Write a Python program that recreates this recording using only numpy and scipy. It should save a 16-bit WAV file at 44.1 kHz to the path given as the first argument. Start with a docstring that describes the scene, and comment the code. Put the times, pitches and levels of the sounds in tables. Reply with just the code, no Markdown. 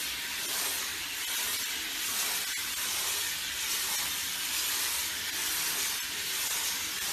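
"""In a small bathroom, a hand-held shower head sweeps up and down over a dog that sits in a plastic tub.
Noise of random drop impacts and ringing bubbles, shaped in spectrum, makes each layer of water.
Aimed high, the jets hiss louder in the wet fur and patter and drum on the chest; the pool splashes
steadily and run-off gurgles in the tub. The room rings faintly and the plastic wall drones at times;
now and then the level dips briefly."""
import sys
import numpy as np
from scipy import signal
from scipy.fft import rfft, irfft, next_fast_len
from scipy.io import wavfile
from scipy.ndimage import map_coordinates

SR = 44100
rng = np.random.default_rng(int(sys.argv[2]) if len(sys.argv) > 2 else 0)


def unload_audio(sound):
    """Save the sound as a 16-bit wav file, at the path given as the first command line argument."""
    columns = np.transpose(np.atleast_2d(sound))
    # keep every value between -1 and 1, then stretch to whole-number steps
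    steps = np.round(np.clip(columns, -1, 1) * 32767)
    wavfile.write(sys.argv[1], SR, steps.astype(np.int16))


N = 314338


def amp(db):
    """Amplitude ratio of a level: 20 dB is a factor of ten."""
    return 10 ** (np.asarray(db) / 20)


def unit(x):
    """Normalisation to an rms of 1, so that a gain alone sets the level."""
    return x / np.sqrt(np.mean(x ** 2) + 1e-20)


def along(points, hz):
    """Interpolation of (Hz, value) points on a logarithmic frequency axis."""
    point_hz, values = np.transpose(points)
    return np.interp(np.log(hz + 1), np.log(point_hz + 1), values)


def curves(rows):
    """Linear interpolation in time: one curve for each column after the seconds."""
    seconds, *columns = np.transpose(rows)
    t = np.arange(N) / SR
    return [np.interp(t, seconds, column) for column in columns]


def wobble(rate):
    """Band-limited random fluctuation: a smooth curve through rate normal knots a second."""
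    knots = rng.standard_normal(int(N * rate / SR) + 4)
    return map_coordinates(knots, [np.arange(N) * rate / SR])


def filtered(x, response):
    """Linear filtering: the spectrum of x is multiplied by a response of frequency."""
    size = next_fast_len(N + SR // 2)
    hz = np.fft.rfftfreq(size, 1 / SR)
    return irfft(rfft(x, size) * response(hz), size)[:N]


def coloured(x, spectrum):
    """Spectral shaping by a curve of (Hz, dB), scaled to rms 1."""
    return unit(filtered(x, lambda hz: amp(along(spectrum, hz))))


def impacts(count, spread_db):
    """Shot noise: drops land at random moments, many small and a few large."""
    size = amp(spread_db * np.clip(rng.standard_normal(count), -3, 3))
    sign = rng.choice([-1, 1], count)
    return unit(np.bincount(rng.integers(0, N, count), size * sign, N))


def bubbles(count, low_hz, high_hz, cycles, rise, spread_db, size):
    """Bubble resonance: trapped air rings and decays, its pitch rising as it nears the surface."""
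    when, pitch, strength, life = rng.random((count, 4)).T[:, :, None]
    hz = low_hz * (high_hz / low_hz) ** pitch
    t = np.arange(size) / SR
    age = t * hz / (cycles * (.5 + life))  # in decay times
    phase = 2 * np.pi * hz * t * (1 + rise * np.tanh(age / 2))
    loudness = amp(-spread_db * np.log(np.maximum(strength, .01)))
    ring = loudness * np.exp(-age) * np.sin(phase)
    place = (when * N).astype(int) + np.arange(size)
    return unit(np.bincount(place.ravel(), ring.ravel(), N)[:N])


def swell(s, length):
    """A flat-topped envelope with soft edges around time s, about length seconds wide."""
    distance = np.abs(2 * (np.arange(N) / SR - s) / length)
    return np.exp(-np.minimum(distance, 3) ** 4)


def ease(s, length):
    """A raised-sine transition from 0 to 1 that is halfway at time s."""
    return .5 + .5 * np.sin(np.pi * np.clip((np.arange(N) / SR - s) / length, -.5, .5))


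def patchy(x, depth_db, width_hz, life):
    """Time-varying filtering: the wet surfaces keep changing, so patches of the spectrum swell and fade."""
    hz, t, z = signal.stft(x, SR, nperseg=512)
    knots = rng.standard_normal((int(hz[-1] / width_hz) + 3, int(t[-1] / life) + 3))
    field = map_coordinates(knots, np.meshgrid(hz / width_hz, t / life, indexing="ij"))
    return unit(signal.istft(z * amp(depth_db * field), nperseg=512)[1][:N])


def resonance(hz, centre_hz, width_hz):
    """Frequency response of one damped mode, 1 at its centre."""
    damping = 1j * hz * width_hz
    return damping / (centre_hz ** 2 - hz ** 2 + damping)


def hand():
    """Source motion by superposed smooth strokes: aim is 0 at the pooled water, 1 high on the chest."""
    # Each row: seconds it passes halfway up, seconds it passes halfway down,
    # aim at the top (0-1), aim it sinks to (0-1).
    strokes = [(-0.4, 0.046, 1, 0), (0.413, 0.827, 0.97, 0), (1.214, 1.663, 0.85, 0.02),
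               (2.014, 2.422, 0.95, 0.44), (2.802, 3.3, 0.91, 0.16), (3.613, 4.148, 0.87, 0.48),
               (4.483, 5.072, 0.91, 0.2), (5.356, 5.963, 0.87, 0.24), (6.283, 6.782, 0.91, 0.16),
               (7.012, 7.4, 0.93, 0.2)]
    lift_s, lower_s = 0.31, 0.33  # time that one movement takes
    aim, rest = np.zeros(N), 0
    for up, down, top, bottom in strokes:
        aim = aim + (top - rest) * ease(up, lift_s)
        aim = aim - (top - bottom) * ease(down, lower_s)
        rest = bottom
    return np.maximum(aim, 0)


def jets(aim):
    """Droplet impact and foam: thin jets break up on the fur, and the whole spray flutters together."""
    # Spectra of the hiss and of the finer mist. Each row: frequency in Hz, relative level in dB per Hz.
    hiss_spectrum = [(1200, -23), (2500, -2.5), (3800, -1.5), (4450, 0), (4900, -2), (5300, 1), (6300, 2.5),
                     (7100, 1), (7700, -3), (9500, -38)]
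    mist_spectrum = [(5500, -34), (7200, -12.5), (8200, 1.5), (9500, 1.5), (10350, -1), (11000, 1),
                     (12700, 2.5), (14000, -0.5)]
    # Slow drift of the hiss. Each row: time in seconds, level change in dB.
    hiss_drift = [(0, -1), (1.05, -1.5), (1.5, -0.7), (2.3, -0.2), (4.8, 0), (5.7, 0.3), (6.5, 1),
                  (7.1, 0.3)]
    # The hiss flares briefly. Each row: time of the middle in seconds, lift in dB.
    flares = [(0.6, 1), (1.62, 2.5), (3.14, 2.5), (3.73, 2.2), (4.58, 2.4), (5.45, 2.3)]
    flare_s = 0.057  # length of one flare

    flutter_db = 0.5 * wobble(rate=24)
    drift_db, = curves(hiss_drift)
    flare_db = sum(db * swell(s, flare_s) for s, db in flares)
    # level aimed at the pool, plus the gain high on the chest
    hiss_db = -43 + 7.5 * aim + drift_db + flare_db + 0.44 * wobble(rate=20)
    mist_db = -43 + 9.5 * aim + 0.37 * wobble(rate=22)

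    foam = bubbles(count=7000, low_hz=3514, high_hz=13080, cycles=154, rise=0.017, spread_db=1.0, size=500)
    hiss = coloured(impacts(count=140000, spread_db=3.5) + amp(-8.5) * foam, hiss_spectrum)
    mist = coloured(impacts(count=180000, spread_db=2.0) + amp(-6.5) * foam, mist_spectrum)
    hiss = patchy(hiss, depth_db=0.97, width_hz=817, life=0.055)
    mist = patchy(mist, depth_db=0.86, width_hz=937, life=.045)
    return amp(flutter_db) * (amp(hiss_db) * hiss + amp(mist_db) * mist)


def chest(aim):
    """Forced response to impact: drops patter, and jets that strike square on make a hollow drumming."""
    # Spectra of the patter and of the drumming. Each row: frequency in Hz, relative level in dB per Hz.
    patter_spectrum = [(200, -16), (330, -13.5), (430, -4), (550, -11.5), (740, -11.5), (930, 1.5),
                       (1100, 1), (1300, 1), (1550, 0), (2200, -8), (4000, -33)]
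    drum_spectrum = [(250, -30), (420, 3.5), (520, -5.5), (700, -0.5), (850, 1), (1100, -13), (1600, -40)]
    # The jets strike the chest square on. Each row: time of the peak in seconds, length in seconds,
    # level in dB of the drumming it adds.
    drumming = [(0.62, 0.36, -53.5), (1.418, 0.32, -60), (2.273, 0.24, -51.5), (3.042, 0.3, -54.5),
                (3.92, 0.4, -62.5), (4.8, 0.31, -61), (5.702, 0.42, -59.5), (6.568, 0.24, -57),
                (7.13, 0.22, -59)]
    steady_drum_db = -61  # drumming that is always there

    t = np.arange(N) / SR
    squareness = [np.exp(-(2 * (t - s) / length) ** 2) for s, length, _ in drumming]
    drum_gain = amp(steady_drum_db)
    for (_, _, db), square in zip(drumming, squareness):
        drum_gain = drum_gain + amp(db) * square
    plops = bubbles(count=900, low_hz=479.4, high_hz=877, cycles=11.0, rise=0.068, spread_db=1.5, size=3000)
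    drum = coloured(impacts(count=14000, spread_db=1.5) + amp(-14) * plops, drum_spectrum)
    drum = amp(0.36 * wobble(rate=14)) * drum

    # level aimed at the pool, plus the gains high on the chest and square on
    patter_db = -52 + 5.5 * aim + 2.5 * sum(squareness) + 0.51 * wobble(rate=17)
    patter = coloured(impacts(count=60000, spread_db=3), patter_spectrum)
    patter = patchy(patter, depth_db=1.5, width_hz=129.4, life=.06)
    return drum_gain * drum + amp(patter_db) * patter


def pool():
    """Air entrainment: spray splashes in the pooled water and beats in small bubbles, at any aim."""
    # Spectrum of the splash. Each row: frequency in Hz, relative level in dB per Hz.
    splash_spectrum = [(400, -48), (800, -27), (1300, -7), (1550, -3.5), (1850, -0.5), (2600, 0.5),
                       (3400, 3.5), (4200, 0), (5200, -5.5), (9000, -16.5), (14000, -27)]
    splash_db = -38.5 + 0.35 * wobble(rate=18)
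    fizz = bubbles(count=7000, low_hz=1400.2, high_hz=5028, cycles=46, rise=0.013, spread_db=2.0, size=1200)
    splash = coloured(impacts(count=45000, spread_db=3.0) + amp(-8.5) * fizz, splash_spectrum)
    return amp(splash_db) * splash


def tub(aim):
    """Low bubble resonance and forced vibration: run-off traps large bubbles, and the plastic rumbles."""
    # Spectra of the gurgle and of the rumble. Each row: frequency in Hz, relative level in dB per Hz.
    gurgle_spectrum = [(110, -24), (160, -10), (220, -5.5), (280, -3), (400, -5.5), (480, -16), (700, -24),
                       (1200, -40)]
    rumble_spectrum = [(15, -36), (28, -20), (38, -5), (55, -5.5), (72, -2.5), (100, -2), (127, -17),
                       (152, -3.5), (220, -10.5), (500, -33.5)]
    # Flow of the run-off. Each row: time in seconds, level change in dB.
    runoff = [(0, 0), (0.8, 0), (1.5, -1.5), (2.2, 0.5), (3, -2), (3.4, -2), (4.2, -0.5), (5.1, -1.5),
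              (5.7, 1.5), (6.4, 0.8), (7.1, 1)]

    flow_db, = curves(runoff)
    # the gurgle is weaker with the jets high on the chest
    gurgle_db = -58.5 - 2 * aim + flow_db + 0.5 * wobble(rate=11)
    glugs = bubbles(count=700, low_hz=202.8, high_hz=512.0, cycles=6.4, rise=0.034, spread_db=0.1, size=4000)
    gurgle = coloured(impacts(count=9000, spread_db=2.5) + amp(-23.0) * glugs, gurgle_spectrum)
    rumble = coloured(impacts(count=8000, spread_db=3.0), rumble_spectrum)
    return amp(gurgle_db) * gurgle + amp(-59.5) * rumble


def bathroom(x, wet_db, size):
    """Reverberation and room modes: hard walls add a short tail, standing waves lift narrow bands."""
    # Standing waves of tub and bathroom. Each row: frequency in Hz, width in Hz, lift in dB.
    modes = [(71, 9.2, 4), (198.7, 2.7, 5), (274, 11.7, 7.5), (319.4, 8.4, 8), (378, 13, 4.5), (410, 13, 2),
             (616, 12, 1.5), (654, 13, 1), (893, 11.4, 5.5), (966, 8.1, 6), (1470, 16, 3), (1562, 24, 3),
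             (1820, 32, 3), (2282, 18, 5.5), (3015, 11, 4.5)]
    # Reverberation time. Each row: frequency in Hz, time to decay by 60 dB in seconds.
    decay_times = [(200, 0.12), (2000, 0.18), (12000, 0.039)]

    echo = np.zeros(N + SR)
    for start in range(0, N, size):  # each block of size samples gets a fresh random tail
        hz, t, z = signal.stft(rng.standard_normal(SR // 4), SR, nperseg=256)
        decay = amp(-60 * t / along(decay_times, hz)[:, None])
        tail = signal.istft(z * decay, SR, nperseg=256)[1]
        answer = signal.fftconvolve(x[start:start + size], tail / np.linalg.norm(tail))
        echo[start:start + len(answer)] += answer

    def standing(hz):
        """Modal superposition: the direct path plus each standing wave."""
        return 1 + sum((amp(db) - 1) * resonance(hz, centre, width) for centre, width, db in modes)

    return filtered(x + amp(wet_db) * echo[:N], standing)


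def dipped(x, size):
    """Time-varying spectral gain: the level dips briefly, lows fade out, narrow bands of hiss remain."""
    # Each row: time of the middle in seconds, hold in seconds, Hz below which the sound fades out,
    # Hz up to which the rest stays whole, depth in dB, level in dB of the narrow bands above.
    dips = [(0.473, 0.004, 200, 200, -18, -2.5), (1.261, 0.005, 1700, 1700, -16, -1),
            (1.368, 0.002, 1200, 1900, -18, 0), (1.58, 0.001, 1400, 1400, -18, -0.5),
            (1.645, 0.002, 1300, 2000, -15, 0), (2.457, 0.001, 1100, 1100, -21, -1),
            (2.552, 0.019, 1600, 1900, -33, 0), (2.755, 0.003, 900, 900, -18, -3.5),
            (3.971, 0.002, 1400, 2000, -17, -1), (5.315, 0.003, 250, 250, -16, -5),
            (6.009, 0.018, 900, 3700, -30, -0.5), (6.491, 0.003, 350, 350, -18, -5),
            (7.002, 0.002, 1400, 1400, -17, -2.5)]
    # Narrow bands left audible during a brief level dip. 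Each row: frequency in Hz,
    # share of the bands that are kept (0-1).
    band_shares = [(1100, .3), (1700, .4), (4200, .4), (4900, .13), (6600, .33), (7800, .11), (12300, .11),
                   (13200, .9)]
    fade_s, band_hz = 0.016, 135  # length of the fade on either side; width of a narrow band

    out, hz = x.copy(), np.fft.rfftfreq(size, 1 / SR)
    band = (hz / band_hz).astype(int)
    band_centres = (np.arange(band[-1] + 1) + .5) * band_hz
    share = np.clip(along(band_shares, band_centres), .05, 1)
    from_middle = np.abs(np.arange(size) - size // 2) / SR
    for s, hold, low_hz, whole_hz, depth_db, band_db in dips:
        near = round(s * SR) - size // 2 + np.arange(size)
        # a band is kept where the random running tally passes a whole number
        tally = np.cumsum(share * rng.exponential(size=len(share))) + rng.random()
        chosen = np.diff(np.floor(tally), prepend=0) > 0
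        kept = chosen / np.sqrt(share)  # makes up for the power of the lost bands
        gain = np.where(hz < whole_hz, 1, amp(band_db) * kept[band]) * (hz > low_hz)
        narrow_bands = irfft(rfft(x[near]) * 1j * gain, size)  # a quarter cycle off, so that powers add
        level = np.clip((from_middle - hold / 2) / fade_s, amp(depth_db), 1)
        out[near] = level * x[near] + np.sqrt(1 - level ** 2) * narrow_bands
    return out


def wall():
    """Plate resonance: where jets reach the plastic wall, a hollow note builds up, wavers and rings out."""
    # Each row: seconds at which the rise is halfway, seconds at which the fall starts,
    # frequency in Hz, level in dB.
    drones = [(1.73, 1.98, 319, -59.5), (1.888, 1.99, 275, -62), (4.195, 4.38, 275, -64),
              (5.28, 5.61, 317.6, -57), (6.116, 6.152, 410, -56.5), (6.21, 6.33, 381.5, -56)]
    rise_s, fall_db_per_s, waver_hz = 0.074, 64, 2.4
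    t, sound = np.arange(N) / SR, np.zeros(N)
    for start, end, hz, db in drones:
        level_db = db + 1.8 * wobble(rate=17) - fall_db_per_s * np.maximum(t - end, 0)
        phase = 2 * np.pi * np.cumsum(hz + waver_hz * wobble(rate=30)) / SR
        sound = sound + ease(start, rise_s) * amp(level_db) * unit(np.sin(phase))
    return sound


def scene():
    """Superposition of the sources: water in the room plus the drones, the same in both channels."""
    aim = hand()
    water = bathroom(jets(aim) + chest(aim) + pool() + tub(aim), wet_db=-11.0, size=9000)
    sound = dipped(water + wall(), size=4096)
    return np.array([sound, sound])


def record(dry):
    """Band limitation: the microphone keeps nothing from 14 kHz up."""
    top_hz = 14000
    return np.array([filtered(channel, lambda hz: hz < top_hz) for channel in dry])


dry = scene()
out = record(dry)
unload_audio(out)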